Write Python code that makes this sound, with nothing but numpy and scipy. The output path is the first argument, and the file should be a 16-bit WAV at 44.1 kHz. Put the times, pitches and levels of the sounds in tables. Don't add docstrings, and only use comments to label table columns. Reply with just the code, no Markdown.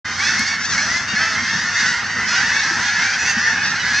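import sys
import numpy as np
from scipy import signal
from scipy.fft import rfft, irfft
from scipy.io import wavfile

SR = 44100
rng = np.random.default_rng(int(sys.argv[2]) if len(sys.argv) > 2 else 0)


def inscribe(sig):
    pcm = np.round(np.clip(np.atleast_2d(sig).T, -1, 1) * 32767)
    wavfile.write(sys.argv[1], SR, pcm.astype(np.int16))


N = 176400

# (frequency [Hz], gain [dB])
THROAT = [(400, -12), (650, -21.5), (860, -22), (1100, -13.5), (1400, -0.5), (1700, 4.5), (2100, 2.5),
          (2600, -5), (3200, -9.5), (3750, -7), (4400, -4), (5200, -5), (6200, -5.5), (7000, -18),
          (8000, -29.5), (10000, -46.5), (13000, -59.5)]


def syrinx(hz, balance_db, spread_db, rough, shake):
    size, k = 2048, np.arange(1, 21)
    db = balance_db(k) + spread_db * rng.standard_normal(len(k)) * (k != 2)
    harmonics = undb(db) * np.exp(2j * np.pi * rng.random(len(k))) * (k * hz.max() < SR / 2)
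    cycle = irfft(np.r_[0, harmonics], size) * size / np.sqrt(2)
    tremble, rasp = shake
    stretch = (rng.integers(N) + np.arange(len(hz))) % N
    phase = np.cumsum(hz * (1 + tremble[stretch])) / SR
    pan_db, lag_s = rng.normal(-.7, 2), rng.normal(0, 22e-6)
    sides = np.array([[.5], [-.5]])
    buzz = cycle[((phase + sides * hz * lag_s) * size).astype(int) % size]
    return buzz * (1 + rough * rasp[stretch]) * undb(sides * pan_db)


def unsteadiness(jitter):
    return jitter * wander(hz=400) + .007 * wander(hz=40), wander(hz=420)


def honk(length_s, top_hz, top_at, rise, fall, body_db=0, treble_db=0, **timbre):
    attack_s, release_s, scoop_s, treble_hz = .02, .04, .008, 4000
    t = np.arange(int(length_s * SR)) / SR
    u, top = t / length_s, np.clip(top_at, .05, .97)
    before, after = np.maximum(top - u, 0) / top, np.maximum(u - top, 0) / (1 - top)
    scoop = np.exp(-t / scoop_s) + np.exp((t - length_s) / scoop_s)
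    hz = top_hz * (1 - rise * before ** 2 - fall * after ** 2) * (1 - .05 * scoop)
    balance_db = lambda k: np.where(k * hz.mean() > treble_hz, treble_db, body_db * (k > 2))
    envelope = np.minimum(t / attack_s, 1) * np.minimum((length_s - t) / release_s, 1)
    return syrinx(hz, balance_db, **timbre) * envelope


def near_honks(shake):
    # (start [s], length [s], top pitch [Hz], top position [0-1], rise [ratio], fall [ratio],
    #  gain [dB], body [dB], treble [dB])
    calls = [(0.186, 0.08, 1220, 0.95, 0.17, 0.01, -21, -13, -12),
             (0.216, 0.11, 879, 0.85, 0.083, 0.01, -31, 6.5, 2),
             (0.29, 0.11, 916, 0.9, 0.12, 0.03, -32.5, 3, -1),
             (0.368, 0.1, 1097, 0.6, 0.067, 0.065, -26.5, -4, 1.5),
             (0.452, 0.13, 1130, 0.43, 0.11, 0.09, -26.5, -6, -1.5),
             (0.456, 0.06, 970, 0.58, 0.17, 0.03, -34.5, -1, 11),
             (0.76, 0.12, 852, 0.6, 0.059, 0.06, -26.5, -5, 0.5),
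             (0.771, 0.055, 1170, 1, 0.1, 0.01, -19, -17, -13),
             (0.877, 0.14, 1047, 0.9, 0.13, 0.02, -25.5, -10, -11),
             (1.07, 0.09, 945, 0.7, 0.05, 0.03, -36.5, 11, 7),
             (1.134, 0.15, 1006, 0.6, 0.09, 0.12, -40, -8, 2),
             (1.141, 0.133, 888, 0.83, 0.06, 0.01, -28, -7, 1),
             (1.337, 0.11, 1087, 0.9, 0.11, 0.012, -28, -4, -10),
             (1.734, 0.15, 1064, 0.4, 0.08, 0.077, -31, -22, -5),
             (1.75, 0.1, 935, 0.4, 0.1, 0.065, -30.5, 3, 8),
             (1.842, 0.098, 953, 0.85, 0.05, 0.026, -30, 2.5, 3.5),
             (1.954, 0.08, 821, 0.25, 0.044, 0.12, -35, -6, -12),
             (2.029, 0.2, 937, 0.3, 0.09, 0.074, -33, -3.5, 0.5),
             (2.266, 0.125, 851, 0.5, 0.0085, 0.072, -34.5, 4.5, 8.5),
             (2.344, 0.098, 976, 0.75, 0.1, 0.05, -32.5, 4.5, 1),
             (2.433, 0.098, 904, 0.6, 0.07, 0.01, -33.5, 3, 2.5),
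             (2.545, 0.096, 907, 0.75, 0.1, 0.043, -34, 7.5, 1.5),
             (2.836, 0.09, 864, 0.5, 0.01, 0.08, -44.5, -2, 9),
             (2.861, 0.15, 855, 0.68, 0.04, 0.07, -27.5, -6.5, -11),
             (3.001, 0.1, 955, 0.3, 0.06, 0.032, -40, 11, 7),
             (3.121, 0.051, 822, 0.4, 0.031, 0.018, -31, 10, 5.5),
             (3.245, 0.1, 1200, 0.6, 0.06, 0.012, -32, 6.5, 4.5),
             (3.44, 0.096, 901, 0.64, 0.05, 0.016, -23, -18, -14),
             (3.623, 0.12, 971, 0.7, 0.089, 0.03, -35.5, 5, 7),
             (3.692, 0.11, 850, 1, 0.01, 0.041, -36.5, -7, 2.5),
             (3.78, 0.07, 1004, 0.28, 0.031, 0.092, -36, 13, -6),
             (3.834, 0.12, 855, 1, 0.02, 0.01, -27.5, -16, -4.5),
             (3.921, 0.11, 858, 1, 0.057, 0.01, -23.5, -3.5, -2)]
    out = np.zeros((2, N))
    for start_s, *arch, db, body_db, treble_db in calls:
        add(out, start_s, undb(db) * honk(*arch, body_db, treble_db, spread_db=2, rough=.25, shake=shake))
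    return colour(out, THROAT)


def near_yelps(shake):
    # (time [s], pitch [Hz], gain [dB])
    contours = [
        [(.575, 745, -48), (.61, 768, -37), (.64, 774, -35), (.655, 860, -30), (.666, 925, -33),
         (.68, 940, -33), (.70, 922, -33), (.72, 865, -28.5), (.735, 790, -30), (.765, 748, -40)],
        [(3.185, 833, -40), (3.215, 840, -34), (3.25, 848, -34), (3.272, 890, -32), (3.31, 903, -30),
         (3.338, 860, -42)],
    ]
    # (1st and 2nd [dB], 3rd [dB], 4th [dB], 5th [dB], 6th [dB], 7th up [dB])
    balances = [(0, -3, 5, 4, 4, 9), (0, 10, -2, 2, 0, 11)]
    out = np.zeros((2, N))
    for contour, harmonics_db in zip(contours, balances):
        time_s, hz, db = np.array(contour).T
        t = np.arange(time_s[0], time_s[-1], 1 / SR)
        balance_db = lambda k: np.take(harmonics_db, k - 2, mode="clip")
        buzz = syrinx(np.interp(t, time_s, hz), balance_db, spread_db=0, rough=.2, shake=shake)
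        add(out, time_s[0], buzz * undb(np.interp(t, time_s, db)))
    return colour(out, THROAT)


def crowd(calls_per_s, pitch_hz, shake):
    mean_length_s = .13
    out = np.zeros((2, N))
    for slot in range(int(calls_per_s * (N / SR + mean_length_s))):
        start_s = (slot + rng.random()) / calls_per_s - mean_length_s
        call = honk(mean_length_s * rng.uniform(.5, 1.5), pitch_hz * rng.lognormal(0, .11),
                    top_at=rng.uniform(.3, .85), rise=rng.uniform(0, .24), fall=rng.uniform(0, .18),
                    spread_db=3, rough=.17, shake=shake)
        nearness_db = min(rng.normal(0, 2.5), 5)
        add(out, start_s, call * undb(nearness_db))
    return unit(out)


def chorus(shake):
    # (time [s], middle level [dB], treble level [dB])
    swell = [(.06, -22.5, -31), (.15, -25, -28), (.25, -19.5, -23), (.49, -22.5, -25), (.6, -24.5, -36),
             (.68, -25, -31), (.75, -17.5, -23), (.8, -21, -24), (.97, -22, -23.5), (1.07, -27, -32.5),
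             (1.22, -15.5, -28), (1.3, -23, -28.5), (1.42, -20, -24.5), (1.7, -21, -27.5),
             (1.85, -17.5, -22), (1.98, -20, -27.5), (2.069, -24, -33.5), (2.381, -16.5, -24),
             (2.7, -20, -25.5), (2.95, -17.5, -23.5), (3.1, -19.5, -27), (3.371, -18.5, -27),
             (3.48, -17, -24.5), (3.552, -18.5, -27), (4, -18.5, -25.5)]
    # (frequency [Hz], gain [dB])
    distance = [(450, 4), (800, 7), (1700, -1), (4000, -4.5), (10000, 1.5)]
    grunt_cut_hz, grunt_db = 650, -7.5
    split_hz, middle_trim_db, treble_trim_db = 3300, -1.2, -1.5
    low_cut = signal.butter(4, grunt_cut_hz, "high", fs=SR, output="sos")
    grunts = signal.sosfilt(low_cut, crowd(calls_per_s=30, pitch_hz=518.6, shake=shake))
    calls = crowd(calls_per_s=85, pitch_hz=880, shake=shake) + undb(grunt_db) * grunts
    birds = colour(colour(calls, THROAT), distance)
    middle = signal.sosfiltfilt(signal.butter(4, split_hz, fs=SR, output="sos"), birds)
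    t = np.arange(N) / SR
    time_s, middle_db, treble_db = np.array(swell).T
    return (unit(middle) * undb(np.interp(t, time_s, middle_db) + middle_trim_db)
            + unit(birds - middle) * undb(np.interp(t, time_s, treble_db) + treble_trim_db))


def hoot(start_s=2.14, length_s=.13, pitch_hz=465, level_db=-41):
    u = np.clip((np.arange(N) / SR - start_s) / length_s, 0, 1)
    hz = pitch_hz * (1 + .021 * (.5 - u))
    return undb(level_db) * np.sin(np.pi * u) * np.sin(2 * np.pi * np.cumsum(hz) / SR)


def tree_line(x, t60_s=.45, echo_db=-11, width=.12):
    t = np.arange(SR // 2) / SR
    mid, side = rng.standard_normal((2, len(t))) * np.exp(-np.log(1000) * t / t60_s)
    tail = (mid + width * side * np.array([[1], [-1]])) / np.sqrt(np.sum(mid ** 2))
    return x + undb(echo_db) * signal.fftconvolve(x, tail, axes=1)[:, :N]


def wind(level_db=-30, flutter_db=2.5, flutter_hz=24.5, width=.046):
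    # (frequency [Hz], gain [dB])
    spectrum = [(20, -54), (35, -22.5), (48, -13), (65, -10.5), (95, -5), (140, -5.5), (180, -2.5),
                (235, -2.5), (290, -10.5), (360, -14.5), (600, -17.5), (1500, -1.5), (6000, -35),
                (15000, -64)]
    mid, side = colour(rng.standard_normal((2, N)), spectrum)
    air = unit(mid) + width * unit(side) * np.array([[1], [-1]])
    return air * undb(level_db + flutter_db * wander(flutter_hz))


def hum(pitch_hz=96, rms_db=-46.5):
    hz = pitch_hz * (1 + .035 * wander(hz=10))
    return np.sqrt(2) * undb(rms_db) * np.sin(2 * np.pi * np.cumsum(hz) / SR)


def handling():
    # (start [s], pitch [Hz], gain [dB])
    bumps = [(0.392, 220, -8.5), (1.134, 202, -13), (1.422, 226, -16.5), (1.55, 175, -14),
             (2.708, 335, -16.5), (3.367, 218, -7)]
    # (frequency [Hz], gain [dB])
    tick_spectrum = [(1000, -20), (4500, 2), (7000, -3), (9500, -5), (13000, -26), (16000, -38)]
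    tick_s, tick_decay_s, tick_db = .394, .0018, -12
    rise_s, decay_s = .012, .0084
    t = np.arange(N) / SR
    burst = rng.standard_normal(N) * (t > tick_s) * np.exp(-abs(t - tick_s) / tick_decay_s)
    out = undb(tick_db) * colour(burst, tick_spectrum)
    for start_s, hz, db in bumps:
        age_s = np.maximum(t - start_s, 0)
        envelope = np.minimum(age_s / rise_s, 1) * np.exp(-age_s / decay_s)
        out += undb(db) * envelope * np.sin(2 * np.pi * hz * age_s)
    return out


def hiss(rms_db=-86):
    return undb(rms_db) * rng.standard_normal((2, N))


def undb(db):
    return 10 ** (np.asarray(db) / 20)


def unit(x):
    return x / np.sqrt(np.mean(x ** 2) + 1e-18)


def colour(x, points):
    hz, db = np.array(points, float).T
    size = N + 8100
    f = np.maximum(np.fft.rfftfreq(size, 1 / SR), 1)
    gain = undb(np.interp(np.log(f), np.log(hz), db))
    return irfft(rfft(x, size) * gain, size)[..., :N]


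def wander(hz):
    f = np.fft.rfftfreq(N, 1 / SR)
    return unit(irfft(rfft(rng.standard_normal(N)) * np.exp(-(f / hz) ** 2), N))


def add(out, start_s, sound):
    i = int(start_s * SR)
    a, b = max(i, 0), min(i + sound.shape[1], N)
    if b > a:
        out[:, a:b] += sound[:, a - i:b - i]


def scene():
    near_shake, far_shake = unsteadiness(jitter=.0065), unsteadiness(jitter=.006)
    flock = near_honks(near_shake) + near_yelps(near_shake) + chorus(far_shake) + hoot()
    return tree_line(flock) + wind() + hum() + handling() + hiss()


def record(dry):
    # (centre [Hz], width [Hz], gain [dB])
    notches = [(2390, 110, -6), (4010, 120, -5)]
    open_s, fade_s, top_hz = .045, .01, 15700
    t, f = np.arange(N) / SR, np.fft.rfftfreq(N, 1 / SR)
    dips_db = sum(db * np.exp(-((f - hz) / width_hz) ** 2) for hz, width_hz, db in notches)
    heard = irfft(rfft(dry) * undb(dips_db), N) * np.clip((t - open_s) / fade_s, 0, 1)
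    return signal.sosfilt(signal.ellip(8, .2, 70, top_hz, fs=SR, output="sos"), heard)


dry = scene()
out = record(dry)
inscribe(out)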